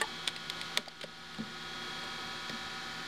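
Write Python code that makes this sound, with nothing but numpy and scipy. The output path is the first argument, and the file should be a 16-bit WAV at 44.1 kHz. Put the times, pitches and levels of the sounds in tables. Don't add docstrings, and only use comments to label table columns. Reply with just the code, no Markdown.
import sys
import numpy as np
from scipy import signal
from scipy.fft import rfft, irfft
from scipy.io import wavfile
from scipy.ndimage import uniform_filter1d

SR = 44100
rng = np.random.default_rng(int(sys.argv[2]) if len(sys.argv) > 2 else 0)


def unload_wav(signal):
    wavfile.write(
        sys.argv[1],
        SR,
        np.round(np.clip(np.atleast_2d(signal).T, -1, 1) * 32767).astype(np.int16),
    )


def linear_from_db(decibels):
    return 10 ** (np.asarray(decibels, float) / 20)


N = 135387
HIT = 8192


def curve(rows, x, log=False):
    places, values = np.array(rows, float).T[:2]
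    if log:
        return np.interp(np.log(x), np.log(places), values)
    return np.interp(x, places, values)


def unit(x):
    return x / np.sqrt(np.mean(x ** 2))


def peak(x):
    return x / np.abs(x).max()


def walk(rate):
    hold = int(SR / rate)
    steps = np.repeat(rng.standard_normal(N // hold + 1), hold)
    return unit(uniform_filter1d(uniform_filter1d(steps, hold), hold)[:N])


def shaped(gain):
    return unit(irfft(rfft(rng.standard_normal(N)) * gain, N))


def highpass(x, hz):
    return signal.sosfilt(signal.butter(3, hz, "high", fs=SR, output="sos"), x)


def ring(x, hz, t60):
    radius = np.exp(-np.log(1000) / (max(t60, 1 / 500) * SR))
    angle = 2 * np.pi * hz / SR
    return signal.lfilter([0, radius * np.sin(angle)], [1, -2 * radius * np.cos(angle), radius ** 2], x)


def modes(hit, rows):
    return sum(linear_from_db(db) * ring(hit, hz, t60) for hz, db, t60 in rows)


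def burst(length, size):
    return rng.standard_normal(size) * np.exp(-np.arange(size) / SR / max(length, 1 / 5000))


def contact(length, db, size):
    hit = burst(length, size)
    hit[0] = max(db + 30, 0) * .09 * np.sqrt(length * SR / 2)
    spectrum = rfft(hit, 2 * size)
    even_hz = 700
    power = uniform_filter1d(np.abs(spectrum) ** 2, int(even_hz * 2 * size / SR))
    return irfft(spectrum / np.sqrt(power))[:size]


def place(out, start, sound):
    out[int(start * SR):][:len(sound)] += sound


def fan():
    # frequency in Hz, density in dB.
    air_colour = [(20, -18), (55, -8), (357, -8), (660, -14), (1800, -8), (2700, -21.5), (4000, -18),
                  (15000, -42)]
    # frequency in Hz, width in Hz, level in dB.
    case_modes = [(57.6, 9.2, -88), (167, 68, -68.5), (235.9, 2.8, -67), (782.6, 60, -61), (6700, 400, -86),
                  (9800, 300, -117), (10500, 340, -81), (13000, 300, -79)]
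    air_db, flicker_db, flicker_rate, top_hz = -49.5, 0.5, 14.0, 15450
    hz = np.maximum(np.fft.rfftfreq(N, 1 / SR), 1)
    colour = linear_from_db(curve(air_colour, hz, True)) * (hz < top_hz)
    air = 0
    for octave in range(4, 15):
        band = np.clip(1 - np.abs(np.log2(hz) - octave), 0, 1) ** .5
        noise = irfft(rfft(rng.standard_normal(N)) * colour * band, N)
        air = air + noise * linear_from_db(flicker_db * walk(flicker_rate))
    case = 0
    for centre, width, db in case_modes:
        case = case + linear_from_db(db) * shaped(1 / (1 + ((hz - centre) / width * 2) ** 2))
    return linear_from_db(air_db) * unit(air) + case


def tone(hz):
    return np.sqrt(2) * np.sin(2 * np.pi * (hz * np.arange(N) / SR + rng.random()))


def sidebands():
    # frequency in Hz, level in dB.
    line_colour = [(300, -79.5), (900, -79), (1700, -81), (2700, -77.5), (3600, -72.5), (5000, -79.5),
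                   (7000, -86), (14000, -104)]
    shaft_hz, cage_hz, scatter_db = 60.03, 23.55, 3
    ball, cage, shaft = np.mgrid[1:56, -2:3, -1:1].reshape(3, -1)
    families = [ball * ball_hz + cage * cage_hz + shaft * shaft_hz for ball_hz in (253.9, 255.6)]
    hz = np.concatenate(families + [np.arange(3, 100) * shaft_hz])
    chance = rng.standard_normal((len(hz), 2))
    level = linear_from_db(curve(line_colour, hz, True) + scatter_db * chance[:, 0])
    size = 2 ** 19
    lines = np.zeros(size // 2 + 1, complex)
    lines[np.round(hz * size / SR).astype(int)] = level * np.exp(100j * chance[:, 1])
    return irfft(lines, size)[:N] * size / np.sqrt(2)


def spindle():
    # frequency in Hz, rms
    # level in dB.
    steady_tones = [(230.5, -60.0), (240.0, -60.7), (360.0, -59.1), (761.5, -60.1), (780.5, -63.6), (961.5, -62.7),
                    (1080.5, -65.2), (1128.5, -58.5), (1152.0, -67.0), (1260.5, -64.1), (1278.5, -62.9),
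                    (1292.0, -67.0), (1320.5, -63.6), (1380.5, -63.6), (1440.5, -52.4), (1558.0, -67.6),
                    (1595.0, -65.7), (1631.0, -66.9), (1656.5, -66.6), (1694.0, -57.1), (1839.5, -67.0),
                    (1949.0, -66.4), (2101.0, -63.2), (2161.0, -65.4), (2315.0, -62.3), (2401.0, -66.6),
                    (2425.0, -70.3), (2538.5, -72.2), (2678.0, -71.3), (2701.5, -64.9), (3057.5, -67.1),
                    (3189.0, -64.7), (3236.5, -63.7), (3371.5, -64.6), (3492.0, -67.2), (3667.5, -64.2),
                    (3727.5, -68.9), (3882.5, -65.5), (3904.5, -66.0), (3923.5, -65.4), (3928.0, -64.7),
                    (4003.0, -64.5), (4085.5, -65.5), (4258.0, -59.6), (4435.0, -69.2), (4569.5, -71.7),
                    (4649.5, -72.3), (4673.0, -74.1), (4690.5, -67.9), (4800.0, -70.1), (4941.5, -70.1),
                    (5354.0, -73.0), (5481.5, -73.7), (5608.5, -75.6), (5737.0, -76.6), (6870.0, -77.7),
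                    (6943.5, -77.9), (7016.5, -76.8),
                    (6069.5, -79), (6188.9, -77), (6243.1, -76), (6309.0, -77), (6315.9, -77), (6375.8, -78),
               (7650.6, -81), (8008.0, -83), (8537.9, -83), (9139.6, -84), (9245.3, -84), (10527.2, -85),
               (10684.0, -85), (11829.0, -87), (12694.0, -91), (12947.3, -92)]
    # frequency in Hz, loudest rms level in dB, loudest moment in seconds,
    # fade cycle in seconds, echo share from 0 to 1.
    whine = [(164.5, -56.2, 1.1, 2.8, 0.35), (986.5, -57.7, 2.4, 2.8, 0.65),
             (1269.5, -53.4, 2.3, 5.0, 0.35), (1500.0, -61.4, 4.1, 6.8, 0.5),
             (1523.0, -65.0, 0.8, 4.0, 0.95), (1547.0, -61.5, 3.8, 5.0, 0.65),
             (1753.5, -53.6, 4.2, 6.8, 0.8), (1801.0, -59.5, 2.3, 3.4, 0.65),
             (1927.5, -62.6, 1.4, 2.0, 0.65), (2007.5, -65.8, 1.3, 1.6, 0.5),
             (2054.5, -64.7, 5.4, 6.8, 0.8), (2261.5, -58.0, 0.1, 2.2, 0.35),
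             (2308.5, -65.1, 2.1, 2.4, 0.5), (2388.0, -67.7, 2.4, 3.6, 0.65),
             (2515.5, -68.5, 2.4, 3.8, 0.65), (2562.5, -61.5, 0.2, 2.4, 0.8),
             (2816.0, -62.2, 1.6, 2.8, 0.95), (3023.0, -62.3, 6.0, 6.8, 0.65),
             (3046.0, -66.0, 1.0, 1.2, 0.5), (3070.0, -54.9, 4.9, 6.2, 0.5), (3277.0, -52.4, 2.0, 2.2, 0.5),
             (3300.5, -57.8, 6.4, 6.8, 0.95), (3324.0, -53.3, 0.1, 2.0, 0.8),
             (3530.0, -64.6, 1.2, 2.0, 0.35), (3577.5, -59.9, 1.5, 1.8, 0.5),
             (3784.0, -61.6, 0.1, 1.4, 0.5), (3832.0, -60.0, 2.3, 2.4, 0.65),
             (4038.5, -59.3, 0.0, 1.2, 0.5), (4292.5, -55.9, 6.0, 6.8, 0.5), (4339.5, -62.3, 0.8, 1.6, 0.2),
             (4467.0, -65.6, 0.0, 2.2, 0.65), (4514.0, -61.1, 3.5, 6.2, 0.35),
             (4593.0, -69.6, 1.2, 1.6, 0.8), (4686.0, -66.4, 2.4, 3.2, 0.35),
             (4810.5, -65.6, 3.3, 6.6, 0.95), (5054.0, -68.8, 0.0, 1.4, 0.65),
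             (5197.5, -65.7, 0.3, 1.2, 0.5), (5838.5, -71.0, 2.1, 3.2, 0.5), (6827.0, -70.8, 2.8, 3.4, 0.8),
             (6854.5, -73.9, 2.9, 4.2, 0.8)]
    tones_db, wobble_db, wobble_rate = -0.05, 1.1, 2.78
    t = np.arange(N) / SR
    out = 0
    wobbles = [linear_from_db(wobble_db * walk(wobble_rate)) for _ in range(8)]
    for k, (hz, db) in enumerate(np.array(steady_tones)):
        out = out + linear_from_db(db + tones_db) * wobbles[k % 8] * tone(hz)
    for hz, db, loudest, cycle, echo in whine:
        fade = np.abs(1 + echo * np.exp(2j * np.pi * (t - loudest) / cycle)) / (1 + echo)
        out = out + linear_from_db(db + tones_db) * fade * tone(hz)
    return out + sidebands()


def desk_thumps():
    # start in seconds, level in dB, rumble length in seconds.
    thumps = [
        (.79, -38, 0.037),
        (1.041, -35, 0.011),
        (1.387, -28, .02),
        (1.401, -29.5, 0.044),
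        (1.42, -36, 0.03),
        (1.433, -39, 0.013),
        (2.5, -38, 0.074),
    ]
    # frequency in Hz, level in dB, t60 in seconds.
    desk = [(169, -2.5, 0.13), (206.3, 0.5, 0.091), (226.6, 1, 0.14), (334, -12, 0.055)]
    out = np.zeros(N + SR)
    for start, db, length in thumps:
        hit = burst(length, HIT)
        hit[0] -= 30
        place(out, start, linear_from_db(db) * peak(highpass(modes(hit, desk), 149)))
    return out


def tray_knocks():
    # start in seconds, level in dB, frequency in Hz, t60 in seconds.
    knocks = [(.7745, -32, 2020, 0.0079), (1.012, -36, 1500, .01), (1.012, -36.5, 510, .02),
              (.0152, -20, 1830, 0.037), (0.041, -29.5, 870, 0.083), (0.281, -31, 1500, 0.021),
              (0.282, -41, 540, 0.021), (0.364, -36, 756, 0.019), (0.777, -31, 1210, 0.019),
              (.778, -37.5, 590, 0.15), (.781, -38, 414, 0.14), (.8765, -28, 740, 0.013),
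              (.879, -30.5, 600, 0.013), (1.033, -25, 1600, 0.0064), (1.04, -22, 460, 0.0098),
              (1.386, -35.5, 470, 0.037), (2.038, -40.5, 585, 0.076), (2.497, -34, 1750, 0.039),
              (2.496, -36.5, 440, 0.02)]
    contact_s, pair_ratio, pair_db = .0025, 1.06, -4
    out = np.zeros(N + SR)
    for start, db, hz, t60 in knocks:
        hit = contact(contact_s, db, HIT)
        pair = ring(hit, hz, t60) + linear_from_db(pair_db) * ring(hit, hz * pair_ratio, t60)
        place(out, start, linear_from_db(db) * peak(pair))
    return out


def wide_key():
    # frequency in Hz, level in dB, t60 in seconds.
    bar = [(446, -10.5, 0.093), (615, -8, .04), (880, -5, 0.081), (1154, -5.5, 0.072), (1500, -22, 0.019),
           (1790, 5, 0.054), (2430, -7, 0.035), (2830, -8, 0.037), (3550, -6, 0.035), (3900, -13, 0.018),
           (7100, -9, 0.023), (7530, -10, 0.029), (8010, -13, 0.031), (9318, -11.5, 0.038)]
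    start_s, level_db, rattle_s = .0142, -15, .005
    out = np.zeros(N + SR)
    place(out, start_s, linear_from_db(level_db) * peak(modes(contact(rattle_s, level_db, HIT), bar)))
    return out


def key_clicks():
    # start in seconds, level in dB, rattle length in seconds,
    # main ring in Hz, treble tilt in dB per octave.
    clicks = [(.0142, -22, 0.0027, 8250, 5), (.275, -20, 0.00096, 3630, 1),
              (.2772, -10.5, 0.00052, 3550, 2), (.2839, -20, 0.00045, 3540, -3),
              (.2896, -25.5, 0.00073, 3600, 2.5), (.362, -27.5, 0.0046, 2670, -1),
              (.4992, -17, 0.0013, 3600, 0), (0.5019, -27.5, 0.0016, 4800, 0),
              (.6138, -23, 0.001, 3500, 0.5), (.6146, -28.5, .001, 2070, 0.5),
              (0.7743, -5.5, 0.00044, 4180, -2), (.776, -16, 0.00081, 3300, 1),
              (0.7771, -24, 0.0035, 3500, 4), (.859, -27.5, 0.0018, 2070, -10),
              (.883, -22, 0.0026, 4800, -1), (1.0112, -22.5, 0.0045, 3100, 0),
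              (1.0135, -22, 0.0026, 3500, -6), (1.0305, -24, 0.0061, 3280, -5),
              (1.0372, -21, 0.0043, 2980, 1.5), (1.345, -31.5, .002, 2930, -1),
              (1.384, -32, 0.0014, 1220, -3), (2.037, -37, .002, 7500, -5), (2.495, -29, .003, 4460, -9)]
    # frequency in Hz, level in dB.
    cap_modes = [(1220, -8.5), (1900, 0), (2400, -3.5), (2900, -15.5), (3600, 3), (4200, 2.5), (4800, 0),
                 (5500, -23), (6400, -14), (7300, -10.5), (8300, -8), (9600, -14.5), (10800, -16),
                 (13500, -32)]
    cap_t60, ring_t60, scatter_db = .005, .008, 1.5
    ring_db, crack_db, treble_hz = 1, -30, 5000
    out = np.zeros(N + SR)
    for start, db, length, main_hz, treble_db in clicks:
        hit = contact(length, db, HIT)
        cap = linear_from_db(ring_db) * ring(hit, main_hz, ring_t60)
        for k, (hz, mode_db) in enumerate(cap_modes):
            louder, higher = rng.standard_normal(2)
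            tilt = treble_db * (hz > treble_hz) * np.log2(2 * hz / treble_hz)
            mode = ring(hit, hz * (1 + higher / 40), cap_t60)
            cap = cap + (-1) ** k * linear_from_db(mode_db + scatter_db * louder + tilt) * mode
        crack = peak(np.diff(hit, prepend=0))
        place(out, start, linear_from_db(db) * (peak(cap) + linear_from_db(crack_db + 2 * treble_db) * crack))
    return out


def room(x):
    level_db, t60, damping = -21, .25, .6
    tail = signal.lfilter([1], [1, -damping], burst(t60 / np.log(1000), 8192))
    tail = tail / np.sqrt(np.sum(tail ** 2))
    return x + linear_from_db(level_db) * signal.fftconvolve(x, tail)[:len(x)]


def keyboard():
    plastic = highpass(tray_knocks() + wide_key() + key_clicks(), 288)
    return (desk_thumps() + room(plastic))[:N]


def scene():
    return np.tile(fan() + spindle() + keyboard(), (2, 1))


def roll_off(x):
    return signal.sosfilt(signal.butter(12, 16500, fs=SR, output="sos"), x)


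def record(dry):
    # time in seconds, gain in dB.
    gain = [(0, 1.5), (.05, -1.5), (.28, -1), (.33, -3.5), (.6, 0), (.775, -1), (.85, -10), (1.05, -8.5),
            (1.4, -4.5), (1.63, -2.5), (1.9, 0), (2.5, -0.5), (3.07, 0)]
    top_hz, offset = 16300, -.0011
    limited = signal.sosfilt(signal.ellip(8, .2, 60, top_hz, fs=SR, output="sos"), dry)
    mix = limited * linear_from_db(curve(gain, np.arange(N) / SR)) + offset
    return roll_off(mix)


dry = scene()
out = record(dry)
unload_wav(out)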